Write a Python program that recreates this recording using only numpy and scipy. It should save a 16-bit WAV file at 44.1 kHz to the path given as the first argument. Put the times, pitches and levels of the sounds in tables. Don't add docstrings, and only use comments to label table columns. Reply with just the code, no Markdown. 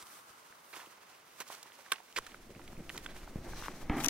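import sys
import numpy as np
from scipy import signal
from scipy.fft import rfft, irfft, next_fast_len
from scipy.io import wavfile
from scipy.ndimage import map_coordinates

SR = 44100
rng = np.random.default_rng(int(sys.argv[2]) if len(sys.argv) > 2 else 0)


def makeup_ratio(level_db):
    decades = np.asarray(level_db, float) / 20
    return 10 ** decades


def transcribe(u):
    v = np.clip(np.atleast_2d(u).T, -1, 1)
    q = np.round(v * 32767).astype(np.int16)
    wavfile.write(sys.argv[1], SR, q)


N = 180501
TIME_S = np.arange(N) / SR
LEFT_RIGHT = np.array([[1], [-1]])


def unit(x):
    return x / np.sqrt(np.mean(x ** 2) + 1e-20)


def peak(x):
    return x / np.abs(x).max(axis=-1, keepdims=True)


def along(points, hz):
    f, v = np.transpose(points)
    return np.interp(np.log(hz + 1), np.log(f + 1), v)


def wobble(rate_hz):
    knots = rng.standard_normal(int(N * rate_hz / SR) + 4)
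    return map_coordinates(knots, [np.arange(N) * rate_hz / SR])


def swells(rows):
    s, db, rise_s, fall_s = np.transpose(rows)[..., None]
    t = TIME_S - s
    below_db = 10 * np.where(t < 0, -t / rise_s, t / fall_s)
    return np.sqrt(np.sum(makeup_ratio(db - below_db) ** 2, axis=0))


def filtered(x, response):
    m = next_fast_len(x.shape[-1] + 4096)
    spectrum = rfft(x, m) * response(np.fft.rfftfreq(m, 1 / SR))
    return irfft(spectrum, m)[..., :x.shape[-1]]


def modes(rows):
    def response(f):
        total = 0
        for k, (hz, width, db) in enumerate(rows):
            total = total + (-1) ** k * makeup_ratio(db) * 1j * f * width / (hz * hz - f * f + 1j * f * width)
        return total
    return response


def grit(size, spike_db):
    return rng.standard_normal(size) * makeup_ratio(spike_db * np.minimum(rng.exponential(size=size), 4))


def burst(length_s, fade_s, spike_db):
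    t = np.arange(SR // 16) / SR
    onset = 1 - np.exp(-t / 0.00077)
    decay = np.exp(-.5 * t / length_s - np.maximum(t - length_s, 0) / fade_s)
    return grit((3, len(t)), spike_db) * onset * decay


def struck(response):
    blow = np.zeros((3, SR // 16))
    blow[:, 8] = 1
    return peak(filtered(blow, response))


def placed(x, pan_db, scatter):
    half_pan_db = pan_db * LEFT_RIGHT / 2
    lag_samples = -.55 * half_pan_db
    direct = map_coordinates(x[0], [np.arange(x.shape[1]) - lag_samples], order=3)
    share = np.clip(scatter, 0, 1)
    return (np.sqrt(1 - share) * direct + np.sqrt(share) * x[1:]) * makeup_ratio(half_pan_db)


def add(out, s, piece):
    room = out[..., round(s * SR):][..., :piece.shape[-1]]
    room += piece[..., :room.shape[-1]]


# (time [s], left over right [dB])
WALKER_PATH = [(0, -2), (.7, -4), (1.9, -4.5), (2.2, -3.5), (3.1, -3.5), (3.45, .5), (3.7, 1), (4.0, 4),
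               (4.05, 8)]


def bearing(s):
    return np.interp(s, *np.transpose(WALKER_PATH))


# (frequency [Hz], density [dB per Hz])
AIR_SPECTRUM = [(15, -55), (25, -17), (87, -2), (229, 4.5), (489, 7.5), (1020, 6), (1740, -3.5),
                (1940, 3.5), (2690, -0.5), (6050, -9.5), (7920, -21), (13600, -46), (16000, -4.5)]
# (frequency [Hz], correlation [-1..1])
AIR_LIKENESS = [(100, 0.88), (300, 1), (650, 0.33), (1400, 0.11), (8000, 0.91)]


def air():
    def mid_side(f):
        angle = np.arccos(np.clip(along(AIR_LIKENESS, f), -1, 1)) / 2
        return makeup_ratio(along(AIR_SPECTRUM, f)) * [np.cos(angle), np.sin(angle)]
    mid, side = filtered(rng.standard_normal((2, N)), mid_side)
    return makeup_ratio(-63.0) * unit(np.array([mid + side, mid - side]))


# (frequency [Hz], width [Hz], level [dB])
STREAM_BAND = [(1180, 700, 0)]


def stream():
    level_db, fade_db_per_s = -59, 6.5
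    hush = unit(filtered(rng.standard_normal((3, N)), lambda f: modes(STREAM_BAND)(f) ** 2))
    return placed(hush * makeup_ratio(level_db - fade_db_per_s * TIME_S), np.zeros(N), scatter=1.0)


# (time [s], level [dB])
TURN_EFFORT = [(2.1, -110), (2.18, -53.5), (2.29, -67), (2.34, -57.5), (2.57, -52.5), (2.85, -49),
               (2.95, -50.5), (3.2, -49.5), (3.33, -46.5), (3.42, -43), (3.47, -45.5), (3.53, -42.5),
               (3.62, -43), (3.73, -48.5), (3.8, -50.5), (3.85, -41.5), (3.89, -53), (3.9, -41),
               (4.093, -42)]


def effort_db():
    return np.interp(TIME_S, *np.transpose(TURN_EFFORT))


# (frequency [Hz], width [Hz], level [dB])
PRESS_BAND = [(169, 150, 0)]


def rumble():
    press_db, grasp_s = -25.5, 3.89
    low = lambda f: 1j * f / (1.9 + 1j * f) / (1 + 1j * f / 14) ** 1.096
    push = unit(filtered(rng.standard_normal(N) * makeup_ratio(1.7 * wobble(35)), low))
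    press = unit(filtered(rng.standard_normal(N), lambda f: modes(PRESS_BAND)(f) ** 2))
    skew = makeup_ratio(press_db) * press * LEFT_RIGHT * (TIME_S < grasp_s)
    return makeup_ratio(effort_db() - 1.5) * (push + skew)


# (time [s], peak [dB], push length [s], rebound [dB])
BODY_BUMPS = [
    (.033, -62, 0.0037, -22.5),
    (0.303, -64, 0.0036, -28),
    (0.504, -62, 0.0026, -25),
    (2.507, -44.5, 0.0017, -26),
    (2.573, -52, 0.0037, -32),
    (2.805, -39, 0.002, -25),
    (3.3583, -27.5, 0.0025, -31),
    (3.387, -39.5, 0.0044, -30),
    (3.898, -19.5, 0.0022, -5.5),
]


def bumps():
    out = np.zeros(N)
    for s, db, length_s, rebound_db in BODY_BUMPS:
        u = np.arange(SR // 10) / SR / length_s
        push = 1.2 * np.sin(np.pi * u ** .75) * np.exp(-.3 * u * u)
        rebound = makeup_ratio(rebound_db) * np.sin(np.pi * np.clip((u - 1.5) / 4.5, 0, 1))
        add(out, s, makeup_ratio(db) * (rebound - push))
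    return out


# (time [s], crest [dB], frequency [Hz], width [Hz])
SHELL_KNOCKS = [(2.469, -51, 213, 70), (2.493, -46, 353, 70), (2.504, -47, 450, 150), (2.562, -46, 155, 70),
                (2.574, -57, 200, 90), (2.73, -47, 210, 80), (2.777, -42, 170, 60), (2.791, -44, 287, 45),
                (2.822, -49, 340, 50), (2.872, -54, 205, 80), (3.8972, -26, 1290, 1800),
                (3.898, -37, 2400, 900), (3.9011, -34.5, 307, 200), (3.928, -34, 750, 300),
                (3.967, -29, 260, 160)]


def knocks():
    out = np.zeros(N)
    for s, db, hz, width_hz in SHELL_KNOCKS:
        mode = modes([(hz, width_hz, 0)])
        ring = struck(lambda f: mode(f) / (1 + 1j * f / (2 * hz)) ** 2 / (1 + 1j * f / 4500) ** 3)
        add(out, s, makeup_ratio(db) * ring[0])
    return out


def rub(resonances, top_hz, patchy_db, leak_db):
    slips = grit((2, N), spike_db=4) * makeup_ratio(patchy_db * wobble(60))
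    mid, side = filtered(slips, lambda f: modes(resonances)(f) / (1 + (f / top_hz) ** 4))
    return unit(mid + makeup_ratio(leak_db) * side * LEFT_RIGHT)


# (frequency [Hz], width [Hz], level [dB])
SHELL_MODES = [(151, 78, -5), (231, 146, -3.5), (357, 26.4, 1.5), (457, 165, -12), (700, 230, -11),
               (1250, 360, -17), (1700, 690, -16), (2200, 580, -14.5), (2930, 710, -28)]
# (time [s], level [dB], fall [s])
SKIN_SLIPS = [(2.325, -60, 0.019), (2.37, -64, .02), (2.5, -58, 0.032), (2.575, -57, 0.011),
              (2.76, -58, 0.036), (2.8, -61, 0.029), (2.96, -55, 0.18), (3.12, -61, 0.057),
              (3.33, -54.5, 0.048), (3.47, -45.5, 0.035), (3.55, -57, 0.076), (3.7, -51, 0.12),
              (3.83, -51, 0.014), (4.09, -47, .04)]


def creak():
    steady_db, follows_effort, slip_rise_s = -58, 0.93, 0.025
    steady = makeup_ratio(steady_db + follows_effort * (np.minimum(effort_db(), -48) + 50.5))
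    slips = swells([(s, db, slip_rise_s, fall_s) for s, db, fall_s in SKIN_SLIPS])
    return np.hypot(steady, slips) * rub(SHELL_MODES, top_hz=2500, patchy_db=2.5, leak_db=-19.5)


# (time [s], crest [dB], rise [s], fall [s])
FINGER_DRAGS = [
    (3.8975, -25, 0.00012, 0.0042),
    (3.9, -34.5, 0.0038, 0.2),
    (4.04, -44.5, 0.17, 0.054),
]
# (frequency [Hz], width [Hz], level [dB])
GRIP_MODES = [(142, 7.4, 5.5), (247, 64, -1), (305, 23, 5), (414, 67, -9.5), (802, 140, -6.5),
              (1250, 120, -11.5), (1600, 340, -16.5), (2190, 380, -16), (3200, 670, -24)]


def drag():
    return swells(FINGER_DRAGS) * rub(GRIP_MODES, top_hz=3540, patchy_db=1.5, leak_db=-48)


def hand():
    return rumble() + creak() + drag() + bumps() + knocks()


# (time [s], crest [dB], rise [s], fall [s])
SLEEVE_STROKES = [
    (.13, -61, .2, 0.16),
    (.72, -62, .1, 0.17),
    (1.35, -70.5, 0.088, 0.043),
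]
# (frequency [Hz], width [Hz], level [dB])
WEAVE_BANDS = [(9100, 900, 7), (13800, 1600, 3)]


def jacket():
    hiss = filtered(grit((3, N), spike_db=3), lambda f: modes(WEAVE_BANDS)(f) * (f / (f + 6000)) ** 2)
    return placed(swells(SLEEVE_STROKES) * unit(hiss), bearing(TIME_S), scatter=0.58)


# (time [s], crest [dB], rise [s], fall [s])
TROUSER_STROKES = [
    (3.445, -61, 0.021, 0.044),
    (3.58, -54, 0.078, 0.13),
    (3.8, -70, 0.078, 0.041),
    (3.95, -61, 0.063, 0.236),
]


def nylon():
    rubbing = grit((3, N), spike_db=8.0) * makeup_ratio(2.2 * wobble(76))
    hiss = filtered(rubbing, modes([(6000, 380, 0.5), (4000, 520, -2)]))
    return placed(swells(TROUSER_STROKES) * unit(hiss), bearing(TIME_S), scatter=0.88)


# (time [s], crest [dB], rise [s], fall [s], fizz over body [dB])
GRASS_SWEEPS = [(.12, -61.5, 0.096, 0.23, 3.5), (.7, -78.5, 0.092, 0.084, 14),
                (.78, -54.5, 0.051, 0.037, 1), (.97, -61.5, 0.13, 0.76, -12),
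                (1.39, -59, 0.058, 0.046, 1.5), (1.52, -51, 0.039, 0.061, 1.5),
                (1.65, -59.5, 0.15, 0.25, -5), (1.95, -55.5, 0.12, 0.096, -4.5),
                (2.24, -56.5, 0.076, 0.16, -5.5), (2.63, -64, 0.055, 0.226, 1.5),
                (2.92, -74, 0.051, 0.085, 15), (2.945, -56, 0.023, .02, 6), (2.959, -49, 0.012, 0.034, -4),
                (3.05, -63, 0.12, 0.182, -4), (3.2, -56, 0.22, 0.086, -3.5), (3.3, -73.5, 0.127, 0.29, 6.5),
                (3.46, -63, 0.0196, 0.184, 2), (3.6, -51.5, 0.074, 0.15, -3), (3.79, -62, 0.045, .06, 2),
                (3.66, -50, 0.067, 0.04, -2), (4.01, -60.5, 0.035, 0.048, 14.5),
                (4.06, -43.5, 0.043, 0.01, 1), (4.092, -37.5, 0.0117, .02, -6)]
# (frequency [Hz], density [dB per Hz])
BODY_SPECTRUM = [(180, -32), (300, -11), (371, -12), (465, -11), (712, -7), (758, -4.5), (1100, -2),
                 (2690, -7.5), (6000, -16.5), (7800, -18.5), (13200, -120)]
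# (frequency [Hz], density [dB per Hz])
FIZZ_SPECTRUM = [(1700, -19), (3000, -1.5), (5300, 1.5), (5900, 2.5), (7200, 0), (9800, 0.5), (11300, -3.5),
                 (13500, -1.5), (15700, -5.5), (16200, -4)]


def swish():
    calm_body_db, calm_fizz_db = -68, -65
    fizz_rows = [(s, db + over_db, rise_s, fall_s) for s, db, rise_s, fall_s, over_db in GRASS_SWEEPS]
    body_gain = np.hypot(makeup_ratio(calm_body_db), swells([row[:4] for row in GRASS_SWEEPS]))
    fizz_gain = np.hypot(makeup_ratio(calm_fizz_db), swells(fizz_rows))
    clumps = wobble(45)
    body_grains = grit((3, N), spike_db=3.0) * makeup_ratio(2.1 * clumps + 1.7 * wobble(150))
    fizz_grains = grit((3, N), spike_db=4.5) * makeup_ratio(2.0 * clumps)
    body = unit(filtered(body_grains, lambda f: makeup_ratio(along(BODY_SPECTRUM, f))))
    fizz = unit(filtered(fizz_grains, lambda f: makeup_ratio(along(FIZZ_SPECTRUM, f))))
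    pan_db = bearing(TIME_S)
    return placed(body_gain * body, pan_db, scatter=0.25) + placed(fizz_gain * fizz, pan_db, scatter=0.95)


# (time [s], crest [dB], length [s])
BUCKLE_TICKS = [
    (4.0368, -26, 0.003),
    (4.0445, -17, 0.0016),
    (4.049, -39, 0.0012),
    (4.0555, -27, 0.003),
    (4.0603, -21, 0.0017),
    (4.084, -17.5, 0.0011),
]
# (frequency [Hz], width [Hz], level [dB])
BUCKLE_MODES = [(5750, 560, 4), (7200, 3500, -1.5), (11100, 1600, -0.5), (14200, 2300, -9),
                (2905, 890, 0.5)]


def buckle():
    out = np.zeros((2, N))
    for s, db, length_s in BUCKLE_TICKS:
        ring = filtered(burst(length_s, fade_s=0.002, spike_db=6.0), modes(BUCKLE_MODES))
        add(out, s, makeup_ratio(db) * placed(peak(ring), bearing(s), scatter=0.27))
    return out


# (time [s], crest [dB], length [s], low cut [Hz])
POLE_STRIKES = [
    (1.9183, -16.5, 0.0036, 300),
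    (3.061, -37.5, 0.003, 1440),
]
# (time [s], crest [dB])
POLE_SKIPS = [
    (1.9185, -35),
    (1.9193, -21),
    (1.9203, -19.5),
    (1.9217, -26),
    (1.9228, -17.5),
]
# (frequency [Hz], width [Hz], level [dB])
SHAFT_MODES = [(491, 180, -6.5), (1080, 60, 2), (1540, 100, 4), (2296, 170, 4), (3500, 320, 4.5),
               (4200, 230, -6), (4800, 420, -12), (7330, 200, -8), (8330, 560, -6.5), (9870, 330, -13),
               (11800, 300, -20)]


def pole():
    out = np.zeros((2, N))
    for s, db, length_s, low_hz in POLE_STRIKES:
        shaft = lambda f: modes(SHAFT_MODES)(f) * (1j * f / (low_hz + 1j * f)) ** 2
        ring = filtered(burst(length_s, fade_s=0.00058, spike_db=0.0), shaft)
        add(out, s, makeup_ratio(db) * placed(peak(ring), bearing(s) - 1.8, scatter=0.16))
    for s, db in POLE_SKIPS:
        add(out, s, makeup_ratio(db) * placed(struck(modes(SHAFT_MODES)), bearing(s) - 1.5, scatter=0))
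    return out


# (time [s], crest [dB], pitch [Hz], width [Hz])
CLEAN_CRACKS = [(0.525, -42.5, 1595, 300), (0.7334, -44, 1110, 500), (0.7366, -35.5, 2250, 350),
                (0.7666, -42, 1500, 900), (.769, -44, 700, 400), (0.7427, -42, 1000, 500),
                (0.763, -39, 2200, 1500), (.7657, -43, 3200, 1200), (0.7798, -44, 1000, 500),
                (0.795, -40.5, 1030, 400), (.8015, -41, 1700, 700), (.839, -50, 1000, 400),
                (1.3965, -48, 1100, 600), (1.4058, -40, 2200, 1800), (1.4085, -36, 1900, 900),
                (1.4164, -37, 1700, 700), (1.4186, -38.5, 1050, 500), (1.5019, -34, 890, 350),
                (1.4043, -43, 455, 200), (1.79, -53.5, 540, 60), (.87, -53.5, 325, 50),
                (1.5512, -39, 6200, 2500), (1.933, -34, 5700, 350), (1.9195, -32, 8600, 1200),
                (1.9335, -37, 8150, 90), (1.9425, -42, 2800, 900), (2.163, -29, 1700, 700),
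                (2.166, -25, 2580, 1500), (2.1665, -37, 5200, 2000), (2.174, -29, 3000, 900),
                (2.1765, -27, 5000, 1500), (2.182, -42, 5600, 500), (2.1854, -26, 1500, 900),
                (2.1872, -28.5, 1250, 890), (2.1862, -36.5, 427, 110), (2.175, -42, 417, 150),
                (2.344, -40.5, 1410, 300), (2.551, -43.5, 2100, 900), (2.595, -44, 1190, 700),
                (2.8943, -27, 2800, 700), (2.966, -34, 6500, 900),
                (2.9002, -32, 2000, 1500), (2.9478, -42, 1200, 700), (2.9575, -41.5, 1000, 500),
                (2.963, -42, 1400, 500), (2.9764, -30.5, 4300, 2500), (3.467, -44, 780, 300),
                (3.489, -41, 820, 300), (3.648, -39, 1250, 302), (3.661, -38, 1100, 400),
                (3.829, -41.5, 800, 400), (3.0606, -34.5, 1690, 200), (3.0632, -31.5, 1500, 450),
                (3.0632, -34, 2220, 400), (3.0613, -42, 2330, 200), (3.0629, -38, 3200, 200),
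                (3.0633, -40, 3480, 250), (3.2774, -42, 1000, 700), (3.897, -43, 3300, 450),
                (3.9115, -49, 3300, 500), (3.9235, -48, 3100, 500), (3.958, -48, 2100, 250),
                (4.003, -38, 10000, 3000), (4.0035, -40, 14000, 2500), (4.045, -25, 5930, 170),
                (4.0457, -24, 9000, 4000), (4.0617, -21.5, 5930, 190), (4.062, -30, 11000, 5000),
                (4.0842, -13.5, 6000, 900)]


def cracks():
    out = np.zeros((2, N))
    for s, db, hz, width_hz in CLEAN_CRACKS:
        mode = modes([(hz, width_hz, 0)])
        ring = struck(lambda f: mode(f) / (1 + 1j * f / (1.98 * hz)) ** 3)
        add(out, s, makeup_ratio(db) * placed(ring, bearing(s), scatter=0))
    return out


def stems(rows, fade_s, spike_db, spread, turf_db):
    thud_falls_db = 7.5
    out = np.zeros((2, N))
    for s, db, hz, top_db, length_s in rows:
        cluster = modes([(hz / spread, 0.28 * hz, -3), (hz, 0.52 * hz, 0),
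                         (hz * spread, 0.044 * hz, -2), (hz * spread ** 2, 1.17 * hz, -3)])
        turf = modes([(450, 250, 0), (60, 100, -24)])

        def woody(f):
            return cluster(f) * 1j * f / (hz + 1j * f) / (1 + (f / (0.93 * hz * spread ** 2)) ** 6)

        def bright(f):
            return (1j * f / (3000 + 1j * f)) ** 2 / (1 + 1j * f / 11000) ** 3

        breaks = burst(length_s, fade_s, spike_db)
        wood = peak(filtered(breaks, woody))
        brittle = peak(filtered(burst(length_s, fade_s, spike_db), bright))
        thud = peak(filtered(breaks, lambda f: turf(f) / (1 + 1j * f / 900)))
        thud_db = turf_db - thud_falls_db * np.log2(hz / 1000)
        snap = wood + makeup_ratio(top_db) * brittle + makeup_ratio(thud_db) * thud
        add(out, s, makeup_ratio(db) * placed(snap, bearing(s), scatter=0.16))
    return out


# (time [s], crest [dB], pitch [Hz], length [s])
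DRY_STEMS = [(0.524, -55, 1180, 0.0011), (0.861, -47, 2700, 0.0015), (1.033, -49, 1450, 0.00049),
             (1.498, -52, 880, 0.00089), (1.657, -49, 920, 0.0019), (1.701, -50, 980, 0.0016),
             (1.72, -43.5, 1880, 0.00042), (1.862, -44.5, 1630, 0.00066), (1.959, -39, 2400, .0008),
             (1.983, -42, 1800, 0.00061), (2.002, -45.5, 886, 0.0021), (2.318, -45.5, 2050, 0.0016),
             (2.345, -36.5, 1350, 0.00059), (2.55, -46, 2090, 0.00038), (2.561, -47, 2030, 0.001),
             (2.595, -48.5, 810, 0.0011), (2.615, -47.5, 2050, 0.0021), (2.729, -47, 960, 0.0012),
             (2.767, -46, 1740, 0.0015), (2.899, -38, 1640, 0.0032), (2.958, -45, 3500, .002),
             (3.0626, -39, 1550, 0.0011), (3.161, -47, 1940, 0.003), (3.275, -47, 910, 0.0014),
             (3.523, -45, 2020, 0.0017), (3.533, -39, 1040, 0.0029), (3.583, -54, 1020, .0018),
             (3.624, -36.5, 860, 0.00061), (3.683, -27.5, 1110, 0.00012)]
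# (time [s], crest [dB], pitch [Hz], brittle top [dB], length [s])
ICY_STEMS = [(0.025, -46, 1990, 7, 0.00093), (0.069, -60.5, 3500, 18.5, 0.0005),
             (1.476, -52.5, 3000, 9, .012), (1.488, -62, 3000, 20, 0.0012),
             (1.549, -45, 5500, 4.5, 0.00086), (1.628, -48, 1850, 11, 0.0053),
             (1.787, -52, 850, 2.5, 0.0051), (1.9306, -32, 1500, -2, 0.0022),
             (1.938, -45, 1900, -4, 0.0044), (2.126, -46, 3500, 4, 0.00064),
             (2.186, -26.5, 1250, 0.5, 0.0015), (2.247, -49, 3500, -7, 0.0026),
             (2.676, -44.5, 2200, -3, 0.0055), (2.8957, -40, 2280, 3.5, 0.00068),
             (2.9775, -35.5, 2000, 6, 0.0015), (3.046, -46, 3500, 7, 0.0007)]


def snaps():
    dry_top_db = -15
    dry_stems = [(s, db, hz, dry_top_db, length_s) for s, db, hz, length_s in DRY_STEMS]
    return stems(dry_stems + ICY_STEMS, fade_s=0.0017, spike_db=3.0, spread=1.305, turf_db=-11.0)


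# (time [s], crest [dB], pitch [Hz], brittle top [dB], length [s])
GEAR_SCUFFS = [
    (1.9187, -26.5, 1628, 1.5, 0.0025),
    (4.001, -31.5, 1940, 0.5, 0.009),
    (4.045, -30, 1487, -20, 0.0036),
    (4.0845, -23.5, 2130, -14, 0.0068),
]


def scuffs():
    return stems(GEAR_SCUFFS, fade_s=0.0086, spike_db=2.0, spread=1.506, turf_db=-18)


# (time [s], crest [dB], pitch [Hz], brittle top [dB], length [s])
BOOT_CRUNCHES = [(0, -49.5, 1060, 10, 0.031), (.728, -42.5, 1970, -1, 0.013),
                 (.7365, -41.5, 1700, -14, 0.0035), (.746, -46.5, 1150, 2, 0.027),
                 (.764, -40.5, 1510, 0.5, 0.011), (.794, -43, 1500, -4, 0.023), (.815, -47, 1054, 0, 0.033),
                 (.868, -62, 274, -25, 0.016), (1.4015, -36.5, 1145, 8, 0.0089),
                 (1.415, -40, 1250, 4.5, 0.0078), (1.497, -46, 1106, -7, 0.0306),
                 (1.524, -46, 3000, 7, 0.0058), (1.924, -38.5, 1400, -14, 0.016),
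                 (2.1605, -33.5, 2500, 0, 0.0034), (2.163, -26.5, 2200, -4, 0.011),
                 (2.174, -30.5, 1560, 3, 0.012), (2.265, -39.5, 1750, 2, 0.0035),
                 (2.946, -48, 1270, -12, 0.01), (3.086, -46, 1770, -15, 0.033),
                 (3.442, -48, 900, -1, 0.019), (3.463, -45, 780, -18, 0.013),
                 (3.489, -48.5, 780, -13, 0.0038), (3.634, -39, 1406, -20, 0.032)]


def crunch():
    return stems(BOOT_CRUNCHES, fade_s=0.0093, spike_db=4.5, spread=1.507, turf_db=-9.5)


def scene():
    background = air() + stream() + hand()
    walker = jacket() + nylon() + swish() + buckle() + pole()
    return background + walker + cracks() + snaps() + scuffs() + crunch()


def band_limit(x):
    return signal.sosfilt(signal.butter(12, 15900, fs=SR, output="sos"), x)


def record(dry):
    top_hz = 15800
    mix = filtered(dry, lambda f: f < top_hz)
    return band_limit(mix)


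dry = scene()
out = record(dry)
transcribe(out)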